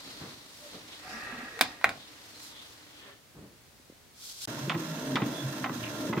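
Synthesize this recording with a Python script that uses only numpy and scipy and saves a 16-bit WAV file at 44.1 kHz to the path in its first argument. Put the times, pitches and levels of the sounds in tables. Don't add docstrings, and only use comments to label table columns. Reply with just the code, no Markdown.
import sys
import numpy as np
from scipy import signal
from scipy.fft import rfft, irfft
from scipy.io import wavfile

SR = 44100
rng = np.random.default_rng(int(sys.argv[2]) if len(sys.argv) > 2 else 0)


def transcribe(u):
    v = np.clip(np.atleast_2d(u).T, -1, 1)
    q = np.round(v * 32767).astype(np.int16)
    wavfile.write(sys.argv[1], SR, q)


N = 273420
T, HZ = np.arange(N) / SR, np.fft.rfftfreq(N, 1 / SR)


def amp(db):
    return 10 ** (np.asarray(db) / 20)


def unit(x):
    return x / np.sqrt(np.mean(x ** 2) + 1e-20)


def read(points, hz):
    f, value = np.transpose(points)
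    return np.interp(np.log(hz + 1), np.log(f + 1), value)


def add(mix, s, sound):
    part = mix[:, round(s * SR):][:, :sound.shape[1]]
    part += sound[:, :part.shape[1]]


def sides(pan_db):
    return amp(np.array([[pan_db], [-pan_db]]) / 2)


def wander(rate):
    count = N // 16
    spectrum = rfft(rng.standard_normal(count))
    slow = irfft(spectrum / (1 + (HZ[:count // 2 + 1] / rate) ** 4), count)
    return unit(np.interp(T, np.linspace(0, T[-1], count), slow))


def swell(s, half_s, db):
    return amp(db) * np.exp(-((T - s) / half_s) ** 2)


def held(start, end, db, edge_s):
    return amp(db) * np.clip(.5 + np.minimum(T - start, end - T) / (2 * edge_s), 0, 1)


def shelf(hz, corner_hz):
    return 1 - 1 / (1 + (hz / corner_hz) ** 5.0)


def peaks(rows):
    return sum(db / (1 + (2 * (HZ - hz) / width) ** 2) for hz, width, db in rows)


# (frequency [Hz], left-right likeness [0..1])
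MICROPHONE_LIKENESS = [(100, 1), (300, 0.94), (700, 0.66), (1500, 0.26), (4000, 0.17), (15000, 0.048)]


def noise(db, lag_ms=0, alike=1):
    a, b = rfft(rng.standard_normal((2, N)))
    c = np.clip(alike * read(MICROPHONE_LIKENESS, HZ), 0, 1)
    right = c * a + np.sqrt(1 - c ** 2) * b
    right = right * np.exp(-2j * np.pi * HZ * lag_ms / 1000)
    return unit(irfft(np.array([a, right]) * amp(db), N))


def colour(x, gain_db, size=2048):
    hz = abs(np.fft.fftfreq(size, 1 / SR))
    log_gain = np.log(amp(np.maximum(gain_db(hz), -90)))
    taps = np.fft.ifft(np.exp(np.conj(signal.hilbert(log_gain)))).real
    return signal.fftconvolve(x, taps[None], axes=1)[:, :x.shape[1]]


def resonate(x, hz, width):
    turn, r = np.exp(2j * np.pi * np.cumsum(hz) / SR), np.exp(-np.pi * width / SR)
    low = signal.lfilter([(1 - r) ** 2], [1, -2 * r, r * r], x / turn)
    return unit((turn * low).real)


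def ring(modes, t, spread):
    total = 0
    for k, (hz, db, t60) in enumerate(modes):
        pitch = hz * (1 + spread * rng.standard_normal())
        total = total + (-1) ** k * amp(db - 60 * t / t60) * np.sin(2 * np.pi * pitch * t)
    return total


def squeaks(rows, waver, flutter_db):
    clock = np.cumsum(1 + waver * wander(95)) / SR
    tones = sum(swell(s, half_s, db) * np.sin(2 * np.pi * hz * clock) for s, half_s, db, hz in rows)
    return np.sqrt(2) * amp(flutter_db * wander(91)) * tones


# (frequency [Hz], t60 [s])
ROOM_T60 = [(150, 0.28), (600, 0.38), (2000, 0.17), (4500, 0.33), (8000, 0.14), (15000, 0.064)]


def room(x):
    hz, t, z = signal.stft(rng.standard_normal((2, SR // 2)), SR, nperseg=256)
    c = np.clip(read(MICROPHONE_LIKENESS, hz), 0, 1)[:, None]
    z[1] = c * z[0] + np.sqrt(1 - c ** 2) * z[1]
    tail = signal.istft(z * amp(-60 * t / read(ROOM_T60, hz)[:, None]), SR, nperseg=256)[1]
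    tail *= np.minimum(np.arange(tail.shape[1]) / SR / 0.011, 1)
    return signal.fftconvolve(x, tail / np.linalg.norm(tail[0]), axes=1)[:, :x.shape[1]]


# (frequency [Hz], relative level [dB per Hz])
AIR = [(15, -40), (25, -13.5), (97, -5.5), (120, -4.5), (161, -9.5), (249, -10.5), (1020, -17), (2160, -17),
       (2760, -19), (3620, -18.5), (4250, -18), (12500, -26), (16000, -25.5)]


def room_air():
    return amp(-58.0) * noise(read(AIR, HZ), 0, 0.55)


# (frequency [Hz], relative level [dB per Hz])
CLOTH = [(120, -43), (200, -12), (305, 5), (340, -8), (558, -5), (777, -7), (1080, -4.5), (1650, -7),
         (1980, -4), (2380, -7.5), (4120, -5.5), (15100, -24.5), (16000, -107)]
# (start [s], end [s], rustle level [dB])
REACHES = [(-.05, 0.37, -49), (.6, 1.774, -50), (1.895, 2.707, -52.5)]
# (start [s], end [s], level [dB])
SHIFTING = (-.1, 3.05, -54.5)
# (middle [s], half length [s], level [dB])
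SHUFFLE = (3.08, 0.076, -51)
# (frequency [Hz], width [Hz], boost [dB])
SHUFFLE_RINGS = [(400, 17, 14), (563, 17, 15.5), (1400, 70, 6), (1780, 67, 12.5)]
# (middle [s], half length [s], level [dB], pitch [Hz])
RASPS = [(.05, 0.4, -51.5, 4200), (0.747, 0.059, -52.5, 3900), (0.94, 0.047, -51, 3460),
         (1.133, 0.06, -56, 5300), (1.307, 0.28, -55.5, 3520), (2.033, 0.061, -52, 3700),
         (2.6, 0.083, -53, 3450), (3.009, 0.14, -58, 3250)]
# (middle [s], half length [s], level [dB])
SWISHES = [(0.104, 0.46, -56.5), (0.64, 0.15, -54.5), (1.145, 0.17, -56.5), (2.295, 0.1, -56.5),
           (2.454, 0.067, -49), (2.68, 0.11, -57), (4.283, 0.087, -43.5), (4.453, 0.061, -38.5)]
# (frequency [Hz], relative level [dB per Hz])
SWISH_COLOUR = [(880, -19), (1500, -11), (1590, -11.5), (1790, -20), (1940, -14), (2970, -8), (3250, -2.5),
                (4920, 0), (14100, -12), (16000, -16)]
REACH_EDGE_S = 0.055


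def sleeve():
    moving = np.max([held(*row, REACH_EDGE_S) for row in [*REACHES, SHIFTING]], axis=0)
    reach = moving * noise(read(CLOTH, HZ), 0.17, 0.89)
    hollow_db = read(CLOTH, HZ) + peaks(SHUFFLE_RINGS) - 8 * shelf(HZ, 3800)
    shuffle = swell(*SHUFFLE) * noise(hollow_db, 0.11, 0.82)
    s, _, _, hz = np.transpose(RASPS)
    strokes = sum(swell(*row[:3]) for row in RASPS)
    rasp = strokes * resonate(noise(0 * HZ, 0.17, 1.44), np.interp(T, s, hz), 1360)
    swish = sum(swell(*row) for row in SWISHES) * noise(read(SWISH_COLOUR, HZ), 0.233, 0.9)
    flutter = amp(1.0 * wander(63))
    return (reach + shuffle + rasp + swish + whistle()) * flutter


# (time [s], level [dB], rise [s], t60 [s], dull above [Hz], relative midrange [dB])
BUMPS = [(.04, -52.5, 0.026, 0.93, 440, -45), (0.196, -42, 0.024, 0.6, 360, -21.5),
         (0.719, -46, 0.03, 0.34, 477, -35), (1.622, -45.5, 0.016, 0.24, 220, -50),
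         (1.85, -41.5, 0.014, 0.45, 302, -29), (3.335, -48, 0.057, 0.43, 317, -40),
         (3.40, -51, 0.047, 0.42, 364, -46)]
# (time [s], level [dB])
TAPS = [(3.797, -52), (3.898, -39.5), (3.9222, -44.5)]
# (frequency [Hz], relative level [dB], t60 [s])
TAP_MODES = [(193, -5, 0.031), (307, -1, 0.026), (530, -5, 0.028)]
# (middle [s], half length [s], level [dB], pitch [Hz])
HOOTS = [(0.655, 0.035, -52, 582), (1.085, 0.036, -50.5, 750), (1.575, 0.034, -53, 448)]
BUMP_LOW_HZ = 100


def handling():
    out, t = np.zeros((2, N)), np.arange(SR // 8) / SR
    for s, db, rise, t60, dull_hz, middle_db in BUMPS:
        age = np.maximum(T - s, 0)
        shape = np.minimum(age / rise, 1) * amp(db - 60 * np.maximum(age - rise, 0) / t60)
        body = 1 - shelf(HZ, dull_hz) + amp(middle_db) * (1 - shelf(HZ, 1638))
        power = body / (1 + (BUMP_LOW_HZ / (HZ + 1)) ** 3)
        out += shape * noise(10 * np.log10(power + 1e-12))
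    for s, db in TAPS:
        add(out, s, amp(db) * ring(TAP_MODES, t, 0.042) * sides(0))
    return out + squeaks(HOOTS, 0.016, 3.5)


# (start [s], end [s], relative level [dB])
RUB = (1.066, 1.505, -41)
# (start [s], end [s], relative level [dB])
FAINT_RUB = (1.2, 1.78, -47)
# (frequency [Hz], relative level [dB per Hz])
RUB_COLOUR = [(180, -11), (320, -8.5), (500, -6.5), (1060, -11.5), (1500, -8), (1900, -10), (2200, -10),
              (2600, -7), (3400, -34), (7000, -70)]
# (frequency [Hz], width [Hz], relative level [dB])
RUB_RINGS = [(756, 55, -18.5), (1208, 54, -12.5), (1334, 100, -13), (1663, 84, -7.5), (1882, 120, -5),
             (2580, 220, -16)]
# (middle [s], half length [s], level [dB], pitch [Hz])
JUDDERS = [(1.16, 0.043, -49.5, 221.4), (1.338, 0.016, -45.5, 257), (1.388, 0.015, -45, 240),
           (1.437, 0.0096, -44.5, 247.5)]
RUB_EDGE_S = 0.083
RUB_DRIFT = 0.0029
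SLIPS_PER_S = 95


def fingertip():
    force = np.maximum(held(*RUB, RUB_EDGE_S), held(*FAINT_RUB, RUB_EDGE_S))
    rub = noise(read(RUB_COLOUR, HZ), -0.03, 2.0) * amp(-5.0 + 0.93 * wander(70))
    slips = np.cumsum(SLIPS_PER_S * np.exp(.5 * wander(60))) / SR
    catching = unit(.3 + np.exp(-(slips % 1) / .2))
    drive = noise(0 * HZ, -0.035, 0.9) * catching
    rub = rub * np.sqrt(catching)
    for hz, width, db in RUB_RINGS:
        pitch = hz * (1 + RUB_DRIFT * wander(8.3))
        rub = rub + amp(db + 1.4 * wander(12)) * resonate(drive, pitch, width)
    return (force * rub + squeaks(JUDDERS, 0.059, 1.9)) * sides(-1.5)


# (time [s], relative level [dB], treble gain [dB], treble above [Hz],
# room send [dB], thin below [Hz], relative spring level [dB])
BUTTON = [(1.5919, -19.5, -4.5, 2700, -17, 200, -9.5), (1.6106, 0.5, -1, 2700, -15, 191, 7),
          (1.8128, -26, -10.5, 2700, -2.5, 500, -19.5), (1.843, 2.5, -15.5, 2940, -14.5, 556, -4),
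          (1.8925, -18.5, -4, 2720, -9, 447, 7)]
# (frequency [Hz], gain [dB])
PANEL = [(100, -46), (250, -8), (450, -12), (800, -4), (1150, -5), (1500, -2.5), (1900, -0.5), (2500, -4),
         (3100, -8), (3900, -5.5), (4900, -15), (5800, -15.5), (8500, -13), (15000, -18.5)]
# (frequency [Hz], relative level [dB], t60 [s])
PANEL_MODES = [(276, -10.5, 0.15), (659, -11.5, 0.14), (1098, -6, 0.062), (1580, -6, 0.057),
               (1880, 6, 0.027), (2430, 7, 0.027), (4010, -0.5, 0.042)]
# (frequency [Hz], relative level [dB], t60 [s])
SPRING_MODES = [(4430, -1.4, 0.022), (4600, 1, 0.026), (4970, 1, 0.025), (5220, -1.96, 0.02)]
RATTLE_DB, RATTLE_T60_S, RATTLE_PER_S = -15.5, .13, 420
PANEL_RING_DB = -20.5


def button():
    out, t = np.zeros((2, N)), np.arange(SR // 2) / SR
    for s, db, treble_db, treble_hz, room_db, low_hz, spring_db in BUTTON:
        scatter = 0.25 * noise(0 * HZ, -0.036, 2.3)[:, :len(t)] * amp(-60 * t / 0.041)
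        chance = rng.random((3, len(t))) < RATTLE_PER_S / SR
        knocks = rng.standard_normal((3, len(t))) * chance
        loose = unit(knocks[:2] + 1.5 * knocks[2])
        scatter += 0.23 * amp(RATTLE_DB - 60 * t / RATTLE_T60_S) * loose
        scatter[0, 10] += 2.9
        scatter[1, 8] += 2.9
        modes = ring(PANEL_MODES, t, 0.0079) + amp(spring_db) * ring(SPRING_MODES, t, 0.0078)
        modes = modes * (1 - np.exp(-t / 0.004))
        hit = amp(10.0) * colour(scatter, lambda hz: read(PANEL, hz)) + amp(PANEL_RING_DB) * modes
        hit = colour(hit, lambda hz: treble_db * shelf(hz, treble_hz) + 10 * np.log10(shelf(hz, low_hz) + 1e-5))
        add(out, s, amp(db) * (hit + amp(room_db) * room(hit)))
    return out * sides(-1.8)


# (time [s], pitch [Hz], level [dB])
WHISTLE = [(2.27, 4330, -66), (2.36, 4230, -56.5), (2.5, 4020, -63), (2.55, 3400, -56), (2.6, 3500, -52),
           (2.67, 3380, -68)]


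def whistle():
    s, hz, db = np.transpose(WHISTLE)
    level = amp(np.interp(T, s, db, left=-120, right=-120))
    return level * resonate(noise(0 * HZ, 0.2, 1.6), np.interp(T, s, hz), width=320)


TURNS = [4.27, 4.737, 5.205, 5.684, 6.151]
# (frequency [Hz], relative level [dB per Hz])
RAIL = [(260, -17), (450, -46), (572, -21), (625, -1.5), (806, -7), (1040, -2.5), (1150, -7.5),
        (1360, -3.5), (2160, -11), (3430, -14), (4490, -12), (6340, -12), (9920, -21), (15100, -18),
        (16000, -38)]
# (frequency [Hz], width [Hz], boost [dB])
FRAME = [(980, 370, 0), (1337, 92, 0), (1730, 520, 4.5), (2697, 42, 11), (3375, 540, 7), (3960, 410, 5.5),
         (5260, 110, 7.5), (6140, 260, 6.5), (8800, 140, 6)]
# (frequency [Hz], relative level [dB])
GEARS = [(438, -58), (660, -56.5), (1050, -58.5), (1376, -53.5), (1701, -65)]
# (frequency at full speed [Hz], relative level [dB])
MOTOR = [(306, -53.5), (612, -50)]
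# (frequency [Hz], left minus right [dB])
BALANCE_DB = [(100, 0), (500, 3), (1000, 0), (2500, -5), (6000, -5), (13000, -6)]
MOTOR_SAG = .42
MOTOR_RAMP_S, MOTOR_BRAKE_S = 0.135, 0.075
MOTOR_LEAD_S, MOTOR_NEAR_S, MOTOR_NEAR_DB = 0.073, 0.088, 9


def carriage():
    from_turn = abs(T[:, None] - np.array(TURNS)).min(1)
    speed = np.sin(np.pi / 2 * np.clip(from_turn / 0.31, 0, 1))
    sliding = np.clip((from_turn - .03) / 0.023, 0, 1)
    place = np.cos(np.pi * np.interp(T, TURNS, np.arange(len(TURNS))))
    throb = amp(0.89 * np.sin(2 * np.pi * 19.0 * T) + 1.0 * wander(100))
    hiss = amp(-39.5) * noise(read(RAIL, HZ) + peaks(FRAME), -0.085) * (0.31 + 0.39 * sliding) * throb
    tones = np.zeros((2, N))
    for hz, db in GEARS:
        offset = rng.standard_normal((2, 1)) * min(hz / 2500, 2)
        swell_db = 12.4 * place * (1 - shelf(hz, 640))
        drift = (0.17 + hz / 2200) * wander(16.0)
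        level = amp(db + swell_db + 0.2 + 0.74 * wander(26) + 2.1 * wander(3.8))
        tones += level * np.sqrt(speed) * np.sin(2 * np.pi * hz * T + offset + 1.3 * drift)
    ramps = [np.maximum((T - s) / MOTOR_RAMP_S, (s - T) / MOTOR_BRAKE_S) for s in TURNS]
    drive = np.min(np.clip(ramps, 0, 1), axis=0)
    shaft = np.cumsum((1 - MOTOR_SAG * (1 - drive)) * (1 + 0.0017 * wander(24))) / SR
    near_db = MOTOR_NEAR_DB * sum(swell(s - MOTOR_LEAD_S, MOTOR_NEAR_S, 0) for s in TURNS[::2])
    load_db = 6.5 * np.sin(np.pi * drive)
    powered = 1 - np.clip(sum(swell(s - .025, 0.029, 0) for s in TURNS), 0, 1)
    motor = 0
    for hz, db in MOTOR:
        level = amp(db + near_db + load_db + 1.5 * place + 1.8 * wander(30))
        motor = motor + drive * powered * level * np.sin(2 * np.pi * hz * shaft)
    whir = amp(-54.5 + 10.0 * place) * resonate(noise(0 * HZ), 500 * (.5 + .5 * speed), 490)
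    balance = amp(np.array([[.5], [-.5]]) * read(BALANCE_DB, HZ))
    return irfft(rfft(hiss + amp(3.0) * tones + motor + whir) * balance, N)


# (frequency [Hz], relative level [dB per Hz])
CASE = [(18, -66), (30, -58), (80, -27), (118, -14), (140, 7), (183, -2.5), (297, 3.5), (400, -9.5),
        (442, -11), (571, -7.5), (604, -10.5), (803, -25), (900, -11), (1170, -21), (1980, -120)]
# (time [s], pitch [Hz])
BELT = [(4.48, 117.5), (4.56, 120.6), (4.8, 169.2), (4.94, 155.1), (5.09, 137.7), (5.49, 135.5),
        (5.6, 122.6), (6.08, 112.4), (6.2, 138)]
# (middle [s], half length [s], level [dB])
BELT_SWELLS = [(4.486, .025, -48), (4.64, 0.039, -37), (4.763, 0.064, -38), (4.912, .04, -38.5),
               (5.12, 0.03, -42), (5.467, 0.033, -35.5), (5.853, 0.058, -50)]
BELT_DB = -52.5
SHAKE_DB, SHAKE_TURN_DB, SHAKE_END_DB, SHAKE_END_S = -42, 1.5, 4, 0.14


def case():
    turns = np.cumsum(np.interp(T, *np.transpose(BELT)) * (1 + 0.013 * wander(40))) / SR
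    strength = amp(BELT_DB) + sum(swell(*row) for row in BELT_SWELLS)
    belt = np.sqrt(2) * strength * amp(3.0 * wander(32)) * np.sin(2 * np.pi * turns)
    reversing = sum(swell(s, SHAKE_END_S, 0) for s in TURNS)
    loud_end = sum(swell(s - .06, SHAKE_END_S, 0) for s in TURNS[::2])
    shake = amp(SHAKE_DB + SHAKE_TURN_DB * reversing + SHAKE_END_DB * loud_end)
    notch_db = 7 / (1 + ((HZ - 138) / 30) ** 2)
    drone = shake * noise(read(CASE, HZ) - notch_db)
    return (belt + drone) * sides(-1.1)


# (time [s], relative level [dB], treble gain [dB], attack [s])
CLACKS = [(4.696, -26, 7.5, 0.00039), (4.715, -30, 2, .001), (4.744, -31.5, -6, .0006),
          (5.156, -29.5, 13, 0.00079), (5.168, -25, -11, 0.0009), (5.2008, -34, -7, 0.00078),
          (5.2192, -32, -1, 0.0003), (5.2305, -37, 1, .0004), (5.293, -39, -14, .0005),
          (5.642, -29, 4, .0005), (5.659, -27, -17, 0.00075), (5.6935, -32, -11, 0.00047),
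          (6.126, -24, -6, 0.0043), (6.168, -34, -3, .0005), (6.178, -35, 3.5, 0.00047)]
# (frequency [Hz], relative level [dB], t60 [s])
LEVER_MODES = [(767, 0.5, 0.043), (1060, -4, 0.072), (1270, -1.5, 0.17), (1950, -1.5, 0.14),
               (2560, -2, 0.05)]
# (frequency [Hz], gain [dB])
CLACK_COLOUR = [(240, -27), (400, -13.5), (784, 1), (910, -1), (1040, 3), (1670, -5), (2040, -3),
                (3060, -9), (3450, -10), (4060, -19), (10000, -42.5), (13000, -73), (22000, -120)]
# (time [s], relative level [dB], t60 of the damping by the parts in contact [s])
THUMPS = [(4.475, -35, 0.33), (4.677, -18.5, 0.043), (4.757, -25.5, 0.49), (5.149, -17, 0.037),
          (5.2198, -19, 0.38), (5.237, -30, 0.36), (5.259, -28, 0.11), (5.6249, -28.5, 0.24),
          (5.699, -26, 0.39), (6.096, -21.5, 0.075), (6.1737, -14, 0.068)]
# (frequency [Hz], relative level [dB], t60 before that damping [s])
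CASE_MODES = [(133.5, -3, 0.24), (224, 5, 0.063), (291, -2.5, 0.17), (321.3, 4, 0.1), (454, -5, 0.026)]
# (frequency [Hz], level [dB])
WHINE = [(13420, -70), (14710, -68), (15140, -65)]
CHATTER_PER_S = 190


def feed():
    out, t = np.zeros((2, N)), np.arange(SR // 4) / SR
    for s, db, treble_db, attack_s in CLACKS:
        attack = 1 - np.exp(-t / attack_s)
        rattle = rng.standard_normal((3, len(t))) * amp(-60 * t / 0.065) * attack
        teeth = np.cumsum(CHATTER_PER_S * np.exp(0.39 * wander(150)[:len(t)])) / SR
        rattle = rattle * unit(0.47 + np.exp(-(teeth % 1) / 0.22))
        both = rattle[:2] + 1.34 * rattle[2]
        clack = colour(both, lambda hz: read(CLACK_COLOUR, hz) + treble_db * shelf(hz, 2130))
        ringing = amp(-22) * ring(LEVER_MODES, t, 0.026) * attack
        add(out, s, amp(db + 9.0) * (clack + ringing) * sides(-2.3))
    for s, db, t60 in THUMPS:
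        thump = ring(CASE_MODES, t, 0.029) * (1 - np.exp(-t / 0.0025))
        add(out, s, amp(db - 4.5 - 60 * t / t60) * thump * sides(-0.43))
    stepping = sum(np.exp(-((T - s + .01) / 0.072) ** 4) for s in TURNS[1:])
    whine = 0
    for hz, db in WHINE:
        whine = whine + amp(db + 3 * wander(40)) * np.sin(2 * np.pi * hz * T + 1.5 * wander(45))
    setting_off = sum(swell(s + .064, 0.0081, 0) for s in TURNS[1:])
    squeak = noise(-np.minimum(abs(HZ - 6550) / 30, abs(HZ - 13700) / 30 + 3))
    return out + amp(-13.5) * room(out) + stepping * whine + amp(-48.5) * setting_off * squeak


# (middle [s], half length [s], level before panning [dB], frequency [Hz], width [Hz])
BUZZES = [(4.58, 0.1, -54.5, 5180, 70), (5.085, 0.044, -60, 8830, 90), (5.35, .07, -63, 8900, 100),
          (5.393, .05, -47, 3447, 170), (6.04, 0.057, -59.5, 8820, 90)]


def buzzes():
    out = 0
    for s, half_s, db, hz, width in BUZZES:
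        band_db = -20 * np.log10(1 + (2 * (HZ - hz) / width) ** 2)
        out = out + swell(s, half_s, db) * noise(band_db)
    return out * sides(-7)


# (start [s], end [s], first pitch [Hz], last pitch [Hz], relative level [dB])
GROANS = [(4.739, 4.868, 350.6, 305, -41.5), (5.062, 5.174, 268.5, 263.4, -38),
          (5.138, 5.235, 238.5, 179, -41), (5.246, 5.342, 204, 298, -41.5), (5.57, 5.8, 257.7, 241, -44.5),
          (6.0, 6.103, 265.3, 274, -41.5), (6.093, 6.159, 261.8, 196, -35.5)]


def groans():
    unsteady = 1 + .015 * wander(65)
    tones = 0
    for start, end, first_hz, last_hz, db in GROANS:
        pitch = unsteady * np.interp(T, [start, end], [first_hz, last_hz])
        tones = tones + held(start, end, db, edge_s=0.021) * np.sin(2 * np.pi * np.cumsum(pitch) / SR)
    return np.sqrt(2) * tones * amp(2.0 * wander(45)) * sides(-0.77)


# (middle [s], relative level [dB], half length [s], pitch [Hz])
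SCRAPES = [(4.979, -53, 0.0087, 2900), (5.838, -43, 0.011, 2750), (5.864, -45, 0.027, 2455)]


def paper():
    s, _, _, hz = np.transpose(SCRAPES)
    strokes = sum(swell(middle, half_s, db) for middle, db, half_s, _ in SCRAPES)
    grain = amp(3.0 * wander(230))
    return strokes * grain * resonate(noise(0 * HZ, -0.054), np.interp(T, s, hz), 850) * sides(-3.5)


CUT_OUT, CUT_IN = 4.457, 4.474


def scene():
    air = room_air()
    switching_on = air + sleeve() + handling() + fingertip() + button()
    printing = air + carriage() + buzzes() + groans() + case() + feed() + paper()
    before = np.clip((CUT_OUT - T) / 0.0017, 0, 1)
    after = np.clip((T - CUT_IN) / 0.00034, 0, 1)
    return switching_on * before + printing * after + amp(-22.0) * air


EDGE_HZ = 15900


def record(dry):
    thin = signal.sosfilt(signal.butter(2, 36, "high", fs=SR, output="sos"), dry)
    rounded = .85 * np.tanh(thin / .85)
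    low_pass = signal.firwin(511, EDGE_HZ, window=("kaiser", 9), fs=SR)
    return signal.oaconvolve(rounded, low_pass[None], "same")


dry = scene()
out = record(dry)
transcribe(out)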